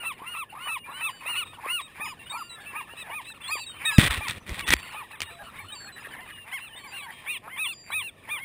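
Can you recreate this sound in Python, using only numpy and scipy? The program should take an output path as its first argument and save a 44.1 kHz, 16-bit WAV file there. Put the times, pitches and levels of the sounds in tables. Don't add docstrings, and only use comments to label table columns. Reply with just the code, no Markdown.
import sys
import numpy as np
from scipy import signal
from scipy.fft import rfft, irfft
from scipy.io import wavfile
from scipy.ndimage import uniform_filter1d

SR = 44100
rng = np.random.default_rng(int(sys.argv[2]) if len(sys.argv) > 2 else 0)


def generate_wav(signal):
    frames = np.transpose(np.atleast_2d(signal))
    scaled = np.clip(frames, -1, 1) * 32767
    pcm = np.round(scaled).astype(np.int16)
    wavfile.write(sys.argv[1], SR, pcm)


def nominal_scale(level):
    x = np.asarray(level, float) / 20
    return 10 ** x


N = 372204
NOISE_POOL = rng.standard_normal(3 * N)

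# frequency in Hz, level in dB per Hz.
SHELL_COLOUR = [(240, -20), (400, -29), (628, -11), (1130, 7), (1510, -21.5), (1790, 9.5), (2050, -2.5),
                (2420, 6), (3360, -1.5), (3760, 1.5), (4450, -17.5), (4980, -8.5), (5900, -27), (7670, -83),
                (13000, -120)]
# frequency in Hz, level in dB per Hz.
RATTLE_COLOUR = [(500, -30.5), (900, -7.5), (1300, -7.5), (1800, 3), (2400, 7), (3200, -17), (5200, -16),
                 (6000, -36)]
# time in seconds,
# murmur in dB while a near bird calls, hush in dB in the pauses.
FLOCK_MOOD = [(0, -24, -34.5), (.7, -28, -35.5), (1, -37.5, -17), (1.6, -43, -6), (2.5, -44.5, -6.5),
              (3, -42.5, -4.5), (3.9, -41.5, -13), (4.1, -34.5, -0.5), (4.44, -43, -14), (4.8, -40.5, -4),
              (5.7, -41, -9), (6.3, -37.5, -12), (6.6, -40, -15), (7.05, -39.5, -5.5), (7.7, -46.5, -16),
              (8.44, -35.5, -18.5)]


def unit(x):
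    return x / np.sqrt(np.mean(x ** 2))


def colour_db(hz, table):
    table = np.array(table)
    return np.interp(np.log(hz), np.log(table[:, 0]), table[:, 1])


def tinted(x, table):
    hz = np.maximum(np.fft.rfftfreq(len(x), 1 / SR), 1)
    return irfft(rfft(x) * nominal_scale(colour_db(hz, table)), len(x))


def band(x, hz, width_hz):
    return signal.lfilter(*signal.iirpeak(hz, hz / width_hz, fs=SR), x)


def noise(count):
    return NOISE_POOL[rng.integers(N):][:count]


def walk(count, rate):
    k = int(SR / rate)
    smooth = uniform_filter1d(uniform_filter1d(noise(count + 2 * k), k), k)
    return unit(smooth)[k:k + count]


def add(out, start_s, x):
    i = max(int(start_s * SR), 0)
    out[i:i + len(x)] += x[:len(out) - i]


def curve(rows, column):
    rows = np.array(rows)
    return np.interp(np.arange(N) / SR, rows[:, 0], rows[:, column], left=-120, right=-120)


def yelp(start, top, end, start_hz, top_hz, end_hz, partial_db, rough):
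    climb_db = (-7, -28.5, -30.5, -36, -36.5)
    fall_db = (0, -10.5, 1.5, -14, -18)
    # frequency in Hz, level in dB.
    throat_colour = [(700, -2.5), (1090, 5), (1420, -5), (1950, -2.5), (2500, 5), (2950, 4), (3450, 4.5),
                     (3880, -5)]
    t = np.arange(start, end, 1 / SR)
    rise = np.clip((top - t) / max(top - start, 1e-3), 0, 1)
    fall = np.clip((t - top) / max(end - top, 1e-3), 0, 1)
    hz = top_hz + (start_hz - top_hz) * rise ** 2 + (end_hz - top_hz) * fall ** 2.1
    broken = 1 / (1 + np.exp((t - top + 0.0513) / .004))
    hoarse = rough * (.05 + .15 * broken + .9 * rise ** 2.2 + .2 * fall ** 4)
    shaky_hz = hz * (1 + .003 * walk(len(t), 60) + .1 * hoarse * walk(len(t), 350))
    phase = 2 * np.pi * np.cumsum(shaky_hz) / SR
    edges = np.sin(np.pi / 2 * np.clip(np.minimum(t - start, end - t) / 0.01, 0, 1))
    climb_share = 0.74 * min((top - start) / 0.058, 1)
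    out = 0
    for k, db in enumerate(partial_db, 1):
        slack_db = climb_share * climb_db[k - 1] * rise ** 2.2 + fall_db[k - 1] * fall ** 2
        break_db = (k > 1) * -10 * broken
        slide_db = colour_db(k * hz, throat_colour) - colour_db(k * top_hz, throat_colour)
        flutter = 1 + .2 * walk(len(t), 60) + hoarse * walk(len(t), 250)
        out = out + nominal_scale(db + slack_db + break_db + slide_db) * flutter * np.sin(k * phase + k)
    return np.sqrt(2) * edges * out


def growl(length, start_hz, end_hz, breathy, colour):
    t = np.arange(0, length, 1 / SR)
    hz = np.interp(t, [0, length], [start_hz, end_hz]) * (1 + .01 * walk(len(t), 80))
    gate = np.cos(np.pi * np.cumsum(hz) / SR) ** 40
    air = unit((0.29 + gate) * noise(len(t)))
    source = unit(gate - gate.mean()) * (1 - breathy) + breathy * air
    swell = np.sin(np.pi * (t / length) ** 1.3) ** .6 * nominal_scale(3 * walk(len(t), 40))
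    return unit(tinted(source, colour)) * swell


def adult(start, top, end, start_hz, top_hz, end_hz, partial_db, rasp_db):
    side_db = (-1, -11, -6, 0)
    lead, stop = start - .05, max(start, top - .015)
    note = np.zeros(int((max(end, stop) - lead + .05) * SR))
    add(note, .05, yelp(start, top, end, start_hz, top_hz, end_hz, partial_db, rough=.6))
    cleared = max(top - .045, start + .01)
    side = yelp(start, cleared, cleared + .018, .75 * start_hz, .72 * top_hz, .66 * top_hz,
                partial_db[:4] + np.array(side_db), rough=4.5)
    add(note, .065, side)
    add(note, 0, nominal_scale(rasp_db) * growl(stop - lead, start_hz / 4, top_hz / 4, .6, RATTLE_COLOUR))
    return lead, note[int(max(-lead, 0) * SR):]


def adults():
    # time of the top in seconds, climb in seconds, top pitch in Hz,
    # level in dB, fundamental in dB against that level.
    BARKER = [(.072, 0.046, 1349, -31.5, -14.5), (.388, 0.055, 1338, -35, -8.5),
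              (.723, 0.069, 1324, -30.5, -10.5), (1.048, 0.057, 1323, -29.5, -14),
              (1.365, 0.04, 1322, -35.5, -18), (2.085, 0.11, 1276, -44, -4.5),
              (5.725, 0.011, 1222, -49.5, -4.5), (6.845, 0.013, 1158, -44.5, -7)]
    WAILER = [(.002, 0.0022, 1442, -40, -9), (.316, 0.13, 1442, -38, -11.5), (.661, 0.14, 1487, -38, -9.5),
              (1.742, 0.11, 1446, -29, -13.5), (1.308, .07, 1435, -30.5, -18)]
    YAPPER = [(2.802, 0.011, 1210, -61, 4), (3.556, .012, 1214, -55, 7), (2.032, 0.044, 1265, -31.5, -12.5),
              (2.348, 0.049, 1209, -38.5, -8.5), (3.164, 0.086, 1248, -34, -10.5),
              (3.532, 0.052, 1266, -29, -12.5), (3.885, 0.053, 1298, -26.5, -17.5),
              (4.235, 0.044, 1210, -35.5, -7), (4.615, 0.06, 1150, -44, -3), (4.985, 0.06, 1245, -41, -3)]
    CLIPPER = [(5.605, .025, 1165, -41, -10), (2.395, 0.074, 1400, -50, 8.5),
               (5.412, 0.028, 835, -45.5, -4.5), (1.075, .03, 1200, -45, -1.5),
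               (2.784, .05, 1260, -35, -5.5)]
    DRAWLER = [(.992, .125, 1533, -40.5, -8)]
    SCOLDER = [(6.232, 0.07, 1038, -50, -2), (6.546, 0.039, 1094, -32, -19)]
    SQUAWKER = [ (7.306, 0.063, 1241, -31, -23.5), (7.543, 0.096, 1063, -38, -20),
                (7.613, 0.055, 1289, -27.5, -23), (7.964, 0.079, 1276, -29, -20.5),
                (8.326, 0.055, 1219, -30.5, -16.5), (8.432, 0.11, 1090, -39.5, -22)]
    PIPER = [(2.999, 0.046, 1320, -41.5, -16), (3.295, 0.059, 1343, -43, -41),
             (3.612, 0.037, 1338, -43, -32), (3.945, 0.061, 1333, -36.5, -9.5)]
    ANSWERER = [(1.385, 0.05, 1466, -29, -15), (6.637, 0.064, 1390, -43.5, -41),
                (6.963, 0.055, 1417, -37, -30), (7.023, 0.019, 1150, -40.5, -10),
                (7.326, 0.048, 1408, -34.5, -34), (7.686, 0.059, 1405, -36, -25.5),
                (8.047, 0.046, 1399, -37, -51)]
    MOANER = [(2.42, 0.02, 1405, -50, -7.5), (5.31, 0.016, 690, -66.5, 11.5)]
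    # its notes, climb in Hz per second, fall in seconds, end pitch as
    # a share of the top pitch, then partials 3 to 5 and rasp in dB against the note.
    habits = [
        (DRAWLER, 6300, .048, .84, (-28, -43, -42, -14)),
        (CLIPPER, 4370, 0.037, 0.68, (-28, -40, -40, -12.5)),
        (BARKER, 3400, 0.057, .66, (-20.5, -52, -35, -17)),
        (WAILER, 5700, 0.067, 0.72, (-22.5, -32.5, -36, -16)),
        (YAPPER, 7000, .055, 0.58, (-24, -36.5, -37.5, -16)),
        (SQUAWKER, 8800, 0.069, .66, (-15, -42, -37, -21)),
        (SCOLDER, 9900, 0.051, 0.57, (-10, -27, -26, -17.5)),
        (PIPER, 4500, 0.036, 0.88, (-4.5, -23.5, -37, -22)),
        (ANSWERER, 4500, 0.057, .75, (-17, -32, -45, -45)),
        (MOANER, 700, 0.16, .94, (-31, -49, -50, -17)),
    ]
    # start in seconds, end in seconds, top pitch in Hz, end pitch in Hz,
    # level in dB.
    mews = [
        (2.55, 2.82, 1760, 1620, -53),
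        (2.865, 2.93, 1770, 1650, -53),
    ]
    # start in seconds, end in seconds, start pitch in Hz,
    # end pitch in Hz, level in dB.
    growls = [
        (7.075, 7.13, 200, 180, -48),
        (.86, .95, 260, 300, -47),
        (5.5, 5.57, 250, 490, -49),
        (6.44, 6.525, 190, 270, -45),
        (7.42, 7.51, 200, 250, -45),
        (1.57, 1.68, 310, 270, -52),
    ]
    out = np.zeros(N)
    gasp_s = .028
    for notes, climb_rate, fall_s, end_share, (*upper_db, rasp_db) in habits:
        for top, climb, hz, db, low_db in notes:
            partial_db = db + np.array([low_db, 0, *upper_db])
            start_hz = hz - climb_rate * climb
            add(out, *adult(top - climb, top, top + fall_s, start_hz, hz, end_share * hz,
                            partial_db, db + rasp_db))
            gasp = growl(gasp_s, 400, 300, .9, SHELL_COLOUR)
            add(out, top + fall_s - gasp_s / 2, nominal_scale(db + rasp_db + 1.5) * gasp)
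    for start, end, hz, end_hz, db in mews:
        octave_db = -10 + .85 * (db + 44)
        partial_db = db + np.array([0, octave_db, -23, -42])
        past_top = start - .4 * (end - start)
        add(out, *adult(start, past_top, end, hz, hz, end_hz, partial_db, db - 35))
    for start, end, start_hz, end_hz, db in growls:
        add(out, start, nominal_scale(db) * growl(end - start, start_hz, end_hz, .18, RATTLE_COLOUR))
    return out


def chuckles():
    # time in seconds, peak level in dB, throat resonance in Hz.
    bursts = [(3.79, -37, 2660), (3.825, -33.5, 2570), (3.1, -34.5, 900), (5.47, -33, 1260),
              (1.289, -24, 1080), (1.289, -29, 2300), (1.312, -34, 1900), (1.268, -35, 3750),
              (1.268, -37, 1900), (1.216, -33, 1080), (1.579, -33, 950), (6.4, -50, 1850),
              (7.177, -39, 2300), (5.81, -33, 1700), (5.891, -35, 1780), (5.9677, -31, 1820),
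              (6.049, -28, 1790), (6.136, -30, 1800), (6.295, -30, 1820), (6.3723, -35, 1810),
              (7.09, -29.5, 1840)]
    out = np.zeros(N)
    t = np.arange(0, .045, 1 / SR)
    for s, db, hz in bursts:
        pulses = rng.standard_normal(len(t)) * (0.36 + np.cos(np.pi * 280 * t) ** 6)
        voice = unit(band(band(pulses, hz, 330), hz, 345)) + 0.1 * unit(band(pulses, 1.7 * hz, 500))
        add(out, s - .012, nominal_scale(db - 11.5) * np.sin(np.pi * t / t[-1]) * voice)
    return out


def young():
    # start in seconds, length in seconds, middle
    # pitch in Hz, level in dB.
    STEPS = [(1.04, 0.055, 3680, -48), (2.89, 0.059, 2840, -53.5), (2.257, 0.039, 2980, -48.5),
             (2.296, 0.037, 3765, -39), (3.437, 0.054, 3420, -43), (3.415, .025, 3550, -50),
             (3.48, .02, 2820, -43), (3.405, .03, 2750, -51.5), (3.476, 0.037, 4260, -41),
             (4.62, 0.023, 2970, -45), (4.94, .03, 3050, -52), (6.185, .035, 1850, -48),
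             (5.682, 0.044, 3090, -46.5), (5.719, 0.031, 3820, -42), (6.727, 0.041, 2970, -49.5),
             (6.759, 0.039, 3700, -47.5), (7.682, 0.03, 3550, -42.5), (7.709, 0.024, 4340, -50)]
    SAGS = [(4.25, .025, 3150, -46), (7.03, .04, 3300, -54), (7.02, .04, 2950, -54), (7.03, .04, 4450, -60),
            (7.06, .06, 900, -52), (1.09, 0.16, 4600, -61), (1.81, 0.07, 3740, -48.5),
            (2.326, 0.058, 4410, -53), (2.372, 0.12, 4730, -54.5), (2.493, 0.075, 3890, -46.5),
            (3.503, 0.16, 4620, -45), (3.661, 0.065, 3746, -42.5), (3.906, 0.12, 4900, -49.5),
            (3.851, 0.056, 3735, -27), (5.748, 0.15, 4430, -47), (5.919, 0.072, 3950, -52),
            (6.872, 0.073, 4720, -56), (7.905, 0.12, 3800, -48.5)]
    HOLDS = [(.752, 0.1, 2860, -51.5), (1.449, 0.078, 3720, -54.5), (2.191, 0.057, 2750, -51),
             (3.69, 0.25, 3030, -57), (4.925, .03, 3810, -57), (5.3, .1, 3160, -75.5),
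             (5.294, 0.13, 3920, -60), (6.77, 0.11, 3100, -58), (6.786, 0.094, 4370, -60),
             (7.123, 0.12, 3200, -59)]
    TAPERS = [(4.745, .18, 4480, -57), (5.6, .12, 4200, -64), (5.56, .16, 3550, -63),
              (6.32, .14, 2800, -51), (7.725, 0.18, 4725, -54)]
    DROPS = [(2.04, 0.095, 4790, -51.5)]
    EASES = [(6.69, 0.071, 3100, -57.5), (4.25, 0.032, 2200, -45), (3.851, 0.12, 1780, -35.5),
             (2.56, 0.11, 3400, -62.5), (2.235, .055, 3700, -60), (2.61, 0.043, 4500, -64),
             (3.57, 0.13, 2800, -57), (3.4, .15, 2300, -59)]
    ARCS = [(3.51, .045, 3700, -51), (3.52, .05, 3200, -48.5), (3.43, .05, 3000, -52),
            (4.632, 0.025, 2600, -42), (6.6, 0.074, 2850, -54), (2.055, 0.074, 2800, -50),
            (4.4, 0.053, 6000, -70), (.9, 0.117, 3870, -60), (6.97, 0.078, 3850, -58),
            (7.02, .05, 3200, -54), (1.205, 0.021, 2450, -47), (3.1, .03, 2750, -48.5),
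            (2.6, 0.046, 3550, -57), (.497, 0.025, 2650, -50), (.838, 0.052, 2300, -48.5),
            (2.66, 0.07, 2570, -46), (5.25, 0.063, 2720, -54), (5.252, 0.057, 3650, -55),
            (6, 0.033, 4920, -59), (4.265, 0.041, 2500, -42), (4.64, .05, 3350, -46),
            (5.755, .03, 2650, -54), (6.3, .025, 2750, -52), (2.76, 0.09, 2680, -49),
            (1.1, 0.13, 2860, -55), (1.3, 0.11, 3880, -62)]
    # its notes, glide in Hz per second, share of the glide
    # kept for both ends, bow of the middle in Hz.
    whistles = [
        (STEPS, 8700, 0.44, -36),
        (SAGS, -3600, 0.547, 0),
        (HOLDS, -1150, 0.4, 0),
        (TAPERS, -2000, .6, 30),
        (DROPS, -2500, .1, 290),
        (EASES, -2400, 0.06, -61.5),
        (ARCS, -300, .1, 125),
    ]
    out = np.zeros(N)
    for notes, glide, ends, bow_hz in whistles:
        for start, length, middle_hz, db in notes:
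            t = np.arange(0, length, 1 / SR)
            u = 2 * t / length - 1
            bend = (1 - ends) * u + ends * u ** 3
            hz = middle_hz + glide * length / 2 * bend + bow_hz * (1 - u ** 2)
            hz = hz * (1 + 0.0033 * walk(len(t), 52))
            edges = np.clip(np.minimum(t, (t[-1] - t) / 3.2) / 0.0049, 0, 1)
            fade_db = 5 * (glide < 0) * (t / length) ** 2
            swell_db = 4 + 0.93 * walk(len(t), 40) - fade_db
            tone = np.sin(2 * np.pi * np.cumsum(hz) / SR)
            add(out, start, np.sqrt(2) * nominal_scale(db + swell_db) * edges * tone)
    return out


def foot():
    # frequency in Hz, width in Hz, level in dB.
    shell = [(1917, 177, 6.5), (2390, 240, 4.5), (3550, 560, 1), (1160, 410, -4), (4670, 2500, -37.5)]
    # start in seconds, end in seconds, grit in dB at the start,
    # grit in dB at the end, rumble in dB.
    drags = [(3.979, 4.023, -20, -17, -30), (4.02, 4.087, -23, -27, -30), (4.104, 4.187, -29, -32.5, -38.5),
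             (4.175, 4.263, -59, -36.5, -47), (4.264, 4.318, -34, -28.5, -48), (4.31, 4.389, -39, -46, -43),
             (4.39, 4.465, -66, -58, -55), (4.61, 4.668, -46, -52, -48), (4.46, 4.554, -45, -41, -43.5),
             (4.549, 4.615, -42, -32.5, -47), (4.664, 4.699, -29, -22.5, -40.5),
             (4.697, 4.736, -34.5, -15.5, -34.5), (4.715, 4.811, -40.5, -45.5, -52.5),
             (5.206, 5.244, -46, -36, -53), (5.3, 5.698, -68, -66, -57.5)]
    # time in seconds, peak in dB, ring in Hz.
    snaps = [(3.9827, -9, 2560), (4.0452, -15, 2370), (4.1794, -37, 2440), (4.2845, -16.5, 3600),
             (4.3093, -16.5, 3550), (4.4936, -20, 2070), (4.5942, -18, 2440), (4.6708, -42, 2020),
             (4.679, -15.5, 1420), (4.7054, -5, 1880), (4.7223, -18.5, 1870), (4.7359, 0, 2360),
             (4.7379, -3.5, 1930), (5.205, -17.5, 2980), (5.218, -12.5, 2280), (5.224, -19, 1880)]
    # time in seconds, peak in dB, pitch in Hz, spread in seconds.
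    knocks = [(3.9874, 8.5, 100, 0.0013), (3.996, -15, 90, 0.0023), (4.056, -20.5, 100, 0.0042),
              (4.109, -24, 59, 0.0099), (4.186, -26.5, 79.6, 0.0072), (4.298, -30.5, 113, 0.0029),
              (4.521, -27, 57.6, 0.0076), (4.701, -28, 60, 0.0071), (4.738, -19, 302, 0.0021),
              (4.759, -31, 63.3, 0.014), (5.239, -45, 88.5, 0.018), (5.65, -46, 95, 0.026),
              (1.52, -57, 96, .04), (3.5, -53.5, 94, .04), (6.39, -55, 93, .04), (8.003, -56, 93.7, 0.11),
              (2.937, -28.5, 480, 0.00031), (3.556, -32, 514, 0.00088), (6.073, -37.5, 537, 0.0012)]
    grains = (rng.random(N) < 3500 / SR) * rng.standard_normal(N)
    grit = grains * nominal_scale(2.0 * rng.exponential(size=N)) * nominal_scale(2.0 * walk(N, 70))
    scrape = 0
    for k, (hz, width_hz, db) in enumerate(shell):
        scrape = scrape + (-1) ** k * nominal_scale(db) * band(grit, hz, width_hz)
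    scrape = unit(scrape)
    rock = unit(band(rng.standard_normal(N), 90, 127) * nominal_scale(3.3 * walk(N, 50)))
    out = np.zeros(N)
    for start, end, start_db, end_db, rumble_db in drags:
        i = np.arange(int(start * SR), int(end * SR))
        edges = np.clip(np.minimum(i - i[0], i[-1] - i) / (0.0057 * SR), 0, 1)
        scraping = scrape[i] * nominal_scale(np.linspace(start_db, end_db, len(i)))
        out[i] += edges * (scraping + rock[i] * nominal_scale(rumble_db))
    t = np.arange(0, .012, 1 / SR)
    for s, db, hz in snaps:
        crack = band(rng.standard_normal(len(t)), 3200, 4000) * np.exp(-t / 0.0013)
        ring = np.sin(2 * np.pi * hz * t) * np.exp(-t / .0012)
        add(out, s, nominal_scale(db) * (0.71 * ring + 0.83 * crack))
    for s, db, hz, spread in knocks:
        t = np.arange(-3 * spread, 3 * spread, 1 / SR)
        thump = np.sin(2 * np.pi * hz * t) * np.exp(-.5 * (t / spread) ** 2)
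        add(out, s + t[0], nominal_scale(db) * thump)
    return out


def flock():
    far = np.zeros(N)
    for s, length, hz, db in rng.random((260, 4)):
        s, length, hz = s * N / SR, .04 + .06 * length, 800 + 750 * hz
        call = yelp(s, s + length / 2, s + length, .85 * hz, hz, .75 * hz, (-7, 0, -13), rough=3.6)
        add(far, s, nominal_scale(-12 * db) * call)
    murmur = tinted(rng.standard_normal(N), SHELL_COLOUR) * nominal_scale(3.1 * walk(N, 43.0))
    return unit(.3 * unit(far) + 0.19 * unit(murmur)) * nominal_scale(curve(FLOCK_MOOD, 1))


def stir(near):
    lead_s, stir_s, stir_level = 0.027, 0.064, nominal_scale(-33.5)
    heard = uniform_filter1d(np.abs(np.roll(near, -int(lead_s * SR))), int(stir_s * SR))
    duck = 1 + uniform_filter1d(np.abs(near), int(.02 * SR)) / nominal_scale(-33.5)
    return nominal_scale(curve(FLOCK_MOOD, 2) * stir_level / (heard + stir_level)) / duck


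def surf():
    # frequency in Hz, level in dB per Hz.
    wash_colour = [(12, -35.5), (20, -16), (97, -3), (128, -4), (700, -13), (910, -27.5), (1540, -120)]
    wash = tinted(rng.standard_normal(N), wash_colour) * nominal_scale(1.5 * walk(N, 4))
    return unit(wash) * nominal_scale(-57.5)


def echoes(birds):
    t = np.arange(0, .12, 1 / SR)
    tail = rng.standard_normal(len(t)) * np.exp(-t / 0.019)
    return nominal_scale(-17) * signal.fftconvolve(birds, tail / np.sqrt(np.sum(tail ** 2)))[:N]


def scene():
    near = adults() + chuckles()
    birds, roused = near + young(), stir(near)
    hiss = nominal_scale(-66.5) * roused ** .3 * rng.standard_normal(N)
    mix = birds + echoes(birds) + foot() + flock() * roused + surf() + hiss
    return mix[None]


def blank_faint_bands(low, keep_db, dip_db):
    hz, _, z = signal.stft(low, 12000, nperseg=512)
    power = np.abs(z) ** 2
    patch = uniform_filter1d(uniform_filter1d(power, size=6, axis=1), size=2, axis=2)
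    log_patch = uniform_filter1d(np.log(patch + 1e-18), size=19, axis=1)
    around = np.exp(uniform_filter1d(log_patch, size=3, axis=2))
    whole = np.mean(power, axis=1, keepdims=True)
    faint = (patch < whole * nominal_scale(keep_db) ** 2) | (patch < around * nominal_scale(dip_db) ** 2)
    blanked = np.where(faint & (hz[:, None] > 3500), .04 * z, z)
    return signal.istft(blanked, 12000, nperseg=512)[1][:, :low.shape[1]]


def low_pass(x):
    return signal.sosfilt(signal.butter(12, 16270, fs=SR, output="sos"), x)


def record(dry):
    low = np.clip(signal.resample_poly(dry, 80, 147, axis=1)[:, ::2], -1, 1)
    thinned = blank_faint_bands(low, keep_db=-34.5, dip_db=-3.0)
    held = signal.resample_poly(np.repeat(thinned, 4, axis=1), 147, 160, axis=1)
    held = np.pad(held, ((0, 0), (0, 8)))[:, :N]
    soft = held + 0.167 * (uniform_filter1d(held, size=3, axis=1) - held)
    soft = signal.sosfiltfilt(signal.butter(8, 15300, fs=SR, output="sos"), soft)
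    return low_pass(np.clip(soft, -1, 1))


dry = scene()
out = record(dry)
generate_wav(out)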